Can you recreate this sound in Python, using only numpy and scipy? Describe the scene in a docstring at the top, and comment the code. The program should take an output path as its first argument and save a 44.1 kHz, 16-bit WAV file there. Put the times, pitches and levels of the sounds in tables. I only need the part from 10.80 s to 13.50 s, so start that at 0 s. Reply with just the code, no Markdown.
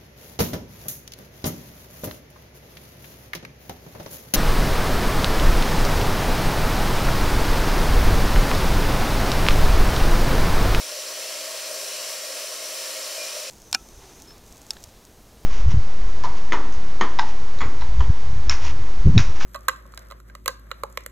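"""A workshop: close by, a bench polisher spins a bristle disc against a thin metal piece.
Thousands of bristle tips scrape the piece and ring its resonances. The motor hums on multiples
of the shaft speed and of the mains, and its housing drones in one broad band.
Near the end come a few short squeaks, and the motor's sound fades."""
import sys
import numpy as np
from scipy import signal
from scipy.fft import rfft, irfft, next_fast_len
from scipy.io import wavfile
from scipy.ndimage import uniform_filter1d, map_coordinates

SR = 44100
rng = np.random.default_rng(int(sys.argv[2]) if len(sys.argv) > 2 else 0)


def bounce(signal):
    """Save signal as a 16-bit WAV file at the path given by the first command-line argument."""
    frames = np.transpose(np.atleast_2d(signal))
    limited = np.clip(frames, -1, 1)
    pcm = np.round(limited * 32767).astype(np.int16)
    wavfile.write(sys.argv[1], SR, pcm)


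N = 119070
TIME_S = np.arange(N) / SR
SHAFT_HZ, MAINS_PULL_HZ = 59.22, 99.8


def amp(db):
    """Decibels to gain."""
    return 10 ** (np.asarray(db) / 20)


def unit_rms(x):
    """Scale to rms 1."""
    return x / np.sqrt(np.mean(x ** 2) + 1e-20)


def log_interp(points, hz):
    """Interpolate (Hz, value) points on a log frequency axis."""
    knots_hz, values = np.transpose(points)
    return np.interp(np.log(hz + 1), np.log(knots_hz + 1), values)


def curves(rows):
    """One value per sample for each column after the time."""
    knots_s, *columns = np.transpose(rows)
    return [np.interp(TIME_S, knots_s, column) for column in columns]


def wobble(knots_per_s):
    """Smooth random curve."""
    return map_coordinates(rng.standard_normal(N // 200), [TIME_S * knots_per_s])


def filtered(x, response):
    """Apply a gain given as a function of Hz."""
    size = next_fast_len(N + SR // 2)
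    return irfft(rfft(x, size) * response(np.fft.rfftfreq(size, 1 / SR)), size)[..., :N]


def peak(f, hz, width_hz):
    """Gain of one resonance, 1 at its centre."""
    return 1 / np.sqrt(1 + (2 * (f - hz) / width_hz) ** 2)


# Each row: frequency in Hz, left-right correlation.
STEREO_CORRELATION = [(60, .97), (150, 0.91), (400, 0.95), (950, 0.98), (1600, 1), (1800, 0.99),
                      (2300, .97), (2550, 0.83), (2640, 0.77), (2760, 0.36), (2900, 0.89), (3600, 0.98),
                      (4100, 1), (4800, 0.97), (5500, 0.86), (7000, .6), (15000, 0.33)]

def stereo_noise(gain, patchy_db):
    """Shaped noise of rms 1 with faint patches of random gain."""
    spectra = signal.stft(rng.standard_normal((2, N)), nperseg=512)[2]
    patches = uniform_filter1d(rng.standard_normal(spectra.shape[1:]), size=6, axis=0)
    patches = uniform_filter1d(patches, size=14, axis=1)
    pair = signal.istft(spectra * amp(patchy_db * unit_rms(patches)), nperseg=512)[1][:, :N]
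    angle = lambda f: np.arccos(np.clip(log_interp(STEREO_CORRELATION, f), -1, 1)) / 2
    mid, side = filtered(pair, lambda f: gain(f) * [np.cos(angle(f)), np.sin(angle(f))])
    return unit_rms(np.array([mid + side, mid - side]))


def harmonics(base_hz, rows, waver_db=2, drift_s=0.083e-3, scatter_cycles=0.18):
    """Near-aligned tones, one knock a cycle; each wavers in level and timing, so high ones blur most."""
    total = np.zeros(N)
    for multiple, db in rows:
        gain = np.sqrt(2) * amp(db + waver_db * wobble(knots_per_s=5.94))
        drifting_s = TIME_S + drift_s * wobble(knots_per_s=25)
        cycles = round(multiple) * base_hz * drifting_s + scatter_cycles * rng.standard_normal()
        total += gain * np.sin(2 * np.pi * cycles)
    return total


# Each row: multiple of the shaft speed, level in dB.
SHAFT_TONES = [(2, -89), (3, -75.5), (4, -77), (5, -66.5), (6, -68), (7, -63), (8, -64.5), (9, -51.5),
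               (10, -60.5), (11, -55.5), (12, -63), (13, -80), (14, -72.5), (16, -62), (19, -71), (21, -66),
               (22, -59), (26, -63.5), (27, -61.5), (29, -62), (30, -77), (31, -66.5), (32, -58), (36, -64),
               (41, -55), (50, -60)]
# Each row: multiple of the mains pull, level in dB.
MAINS_TONES = [(1, -92), (3, -72), (4, -61.5), (5, -61.5), (8, -70), (14, -63.5), (29, -55)]

def motor_hum():
    """Tones of the turning shaft and of the magnetic pull of the mains."""
    return harmonics(SHAFT_HZ, SHAFT_TONES) + harmonics(MAINS_PULL_HZ, MAINS_TONES)


# Each row: time in seconds, drone level in dB.
DRONE_LEVELS = [(0, -46.5), (.18, -40.5), (.3, -43.5), (.6, -41.5), (.9, -44), (1.3, -42.5), (1.6, -43),
                (1.85, -45.5), (2.0, -44), (2.4, -44.5), (2.5, -49.5), (2.56, -37.5), (2.7, -45)]
# Each row: resonance in Hz, nominal width in Hz, relative level in dB.
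HOUSING_MODES = [(487, 27, -7.5), (537.5, 65, -2.5), (609.7, 59, 1), (643.5, 62, -3)]

def housing_drone(rattle_depth=0.2):
    """The motor housing rumbles in overlapping resonances and pulses once a turn."""
    level_db, = curves(DRONE_LEVELS)
    shell = lambda f: np.sqrt(sum((amp(db) * peak(f, hz, width_hz) ** 3) ** 2
                                  for hz, width_hz, db in HOUSING_MODES))
    pulsing = 1 + rattle_depth * np.cos(2 * np.pi * (SHAFT_HZ * TIME_S - 0.25))
    return amp(level_db) * pulsing * stereo_noise(shell, patchy_db=1.43)


# Each row: start in seconds, length in seconds, pitch in Hz, level in dB.
SQUEAK_EVENTS = [(2.034, 0.041, 1770, -47.5), (2.38, 0.053, 2415, -39), (2.522, .02, 2570, -48),
                 (2.666, 0.017, 2514, -47)]

def squeaks(attack_s=0.01, t60_s=0.09):
    """Short clean whistles that swell, hold and ring out."""
    total = np.zeros(N)
    for start_s, length_s, hz, db in SQUEAK_EVENTS:
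        age_s = TIME_S - start_s
        attack = np.clip(age_s / attack_s + 0.5, 0, 1)
        decay_db = 60 * np.clip(age_s - length_s, 0, None) / t60_s
        total += np.sqrt(2) * amp(db - decay_db) * attack * np.sin(2 * np.pi * hz * TIME_S)
    return total


def reflections_db(f, depth_db=1.0, spacing_hz=30):
    """Fine steady peaks and dips from nearby reflections."""
    return depth_db * map_coordinates(rng.standard_normal(SR // 10), [f / spacing_hz])


# Each row: resonance in Hz, width in Hz, boost in dB.
PIECE_MODES = [(928, 37, 3.5), (1103, 200, 4.5), (1413, 55, 7.5), (1634, 27, 7.5), (1940, 120, 1.5),
               (2170, 95, 5), (2390, 30, 9), (2465, 71, -0.5), (2580, 64, 5), (2677, 17, 9.5),
               (2733, 19, 11), (3067, 180, 7), (3334, 59, 6), (3777, 51, 9), (4193, 200, 7), (4724, 89, 5),
               (5100, 110, 3), (5424, 180, 3.5), (5620, 170, 3.5), (5950, 100, 3.5), (5980, 120, 1),
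               (6740, 230, 2.5), (7520, 270, 4.5), (8950, 180, 3.5)]

def ringing_db(f):
    """Resonances of the metal piece and its holder."""
    return sum(db * peak(f, hz, width_hz) ** 2 for hz, width_hz, db in PIECE_MODES)


# Each row: frequency in Hz, relative spectral density in dB.
SCRAPE_SPECTRUM = [(45, -62), (70, -46), (100, -34.5), (250, -24.5), (430, -15), (720, -11.5), (860, -16.5),
                   (1000, -11), (1200, -11.5), (1550, -14), (1800, -9), (2230, -10.5), (2500, -8),
                   (2850, -9.5), (3500, -9.5), (4500, -6), (5200, -3.5), (6100, -4), (6300, -6),
                   (8300, -7.5), (10700, -8), (11000, -9.5), (15700, -16)]
# Each row: time in seconds, scrape level in dB, treble level in dB (taken about its mean).
SCRAPE_LEVELS = [(0, -34, -7.5), (.15, -34, -8.5), (.35, -33, -9), (.55, -32.5, -9), (.8, -33, -9),
                 (1, -33.5, -6), (1.2, -31.5, -10), (1.33, -33, -6.5), (1.4, -34, -8), (1.6, -33, -8),
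                 (1.8, -33.5, -8.5), (2, -33.5, -6), (2.2, -32.5, -9), (2.4, -33.5, -8.5),
                 (2.58, -32.5, -10), (2.7, -34.5, -10)]
# Each row: time in seconds, boost of the sizzling band in dB.
SIZZLE_BOOSTS = [(0, 2), (.4, 1.5), (.8, 0.3), (1.25, 2.7), (1.5, 0.7), (1.9, 2), (2.2, -1), (2.55, 3.5),
                 (2.7, .1)]
# Each row: pulses per turn, depth from 0 to 1.
DISC_UNEVENNESS = [(1, 0.04), (2, 0.01), (4, 0)]

def bristles(treble_hz=7500, sizzle_hz=5600, sizzle_width_hz=370):
    """Bristle tips scrape the ringing piece; the uneven disc pulses the hiss a little each turn."""
    level_db, treble_db = curves(SCRAPE_LEVELS)
    sizzle_db, = curves(SIZZLE_BOOSTS)
    gain = lambda f: amp(log_interp(SCRAPE_SPECTRUM, f) + reflections_db(f) + ringing_db(f))
    hiss = stereo_noise(gain, patchy_db=0.55)
    treble = filtered(hiss, lambda f: f ** 4 / (f ** 4 + treble_hz ** 4))
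    hiss += treble * (amp(treble_db - treble_db.mean()) - 1)
    sizzle = filtered(hiss, lambda f: peak(f, sizzle_hz, sizzle_width_hz) ** 2)
    hiss += sizzle * (amp(sizzle_db) - 1)
    pulsing = 1 + sum(depth * np.sin(2 * np.pi * (round(per_turn) * SHAFT_HZ * TIME_S + rng.random()))
                      for per_turn, depth in DISC_UNEVENNESS)
    flicker_db = 0.3 * wobble(knots_per_s=31.03)
    return amp(level_db + flicker_db) * pulsing * hiss


# Each row: frequency in Hz, left over right in dB.
BALANCE = [(60, 2.5), (290, 3), (640, 2.5), (1000, 1), (1410, 0.4), (2500, -0.5), (2700, 3.5), (3100, -0.1),
           (6300, 0.5), (7200, 1), (8000, 0), (10500, 0.5), (11200, .2)]
MOTOR_FADE_START_S, MOTOR_FADE_DB_PER_S = 2.45, 12

def scene():
    """Motor, bristles and squeaks; the motor fades at the end and the lows lean left."""
    fade = amp(-MOTOR_FADE_DB_PER_S * np.clip(TIME_S - MOTOR_FADE_START_S, 0, None))
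    motor = motor_hum() + housing_drone()
    mix = fade * motor + bristles() + squeaks()
    return filtered(mix, lambda f: amp(log_interp(BALANCE, f) * [[0.5], [-0.5]]))


CUTOFF_HZ, DC_OFFSET = 15750, -0.0002

def record(dry):
    """Brick-wall low-pass and a tiny DC offset."""
    return filtered(dry, lambda f: f < CUTOFF_HZ) + DC_OFFSET


dry = scene()
out = record(dry)
bounce(out)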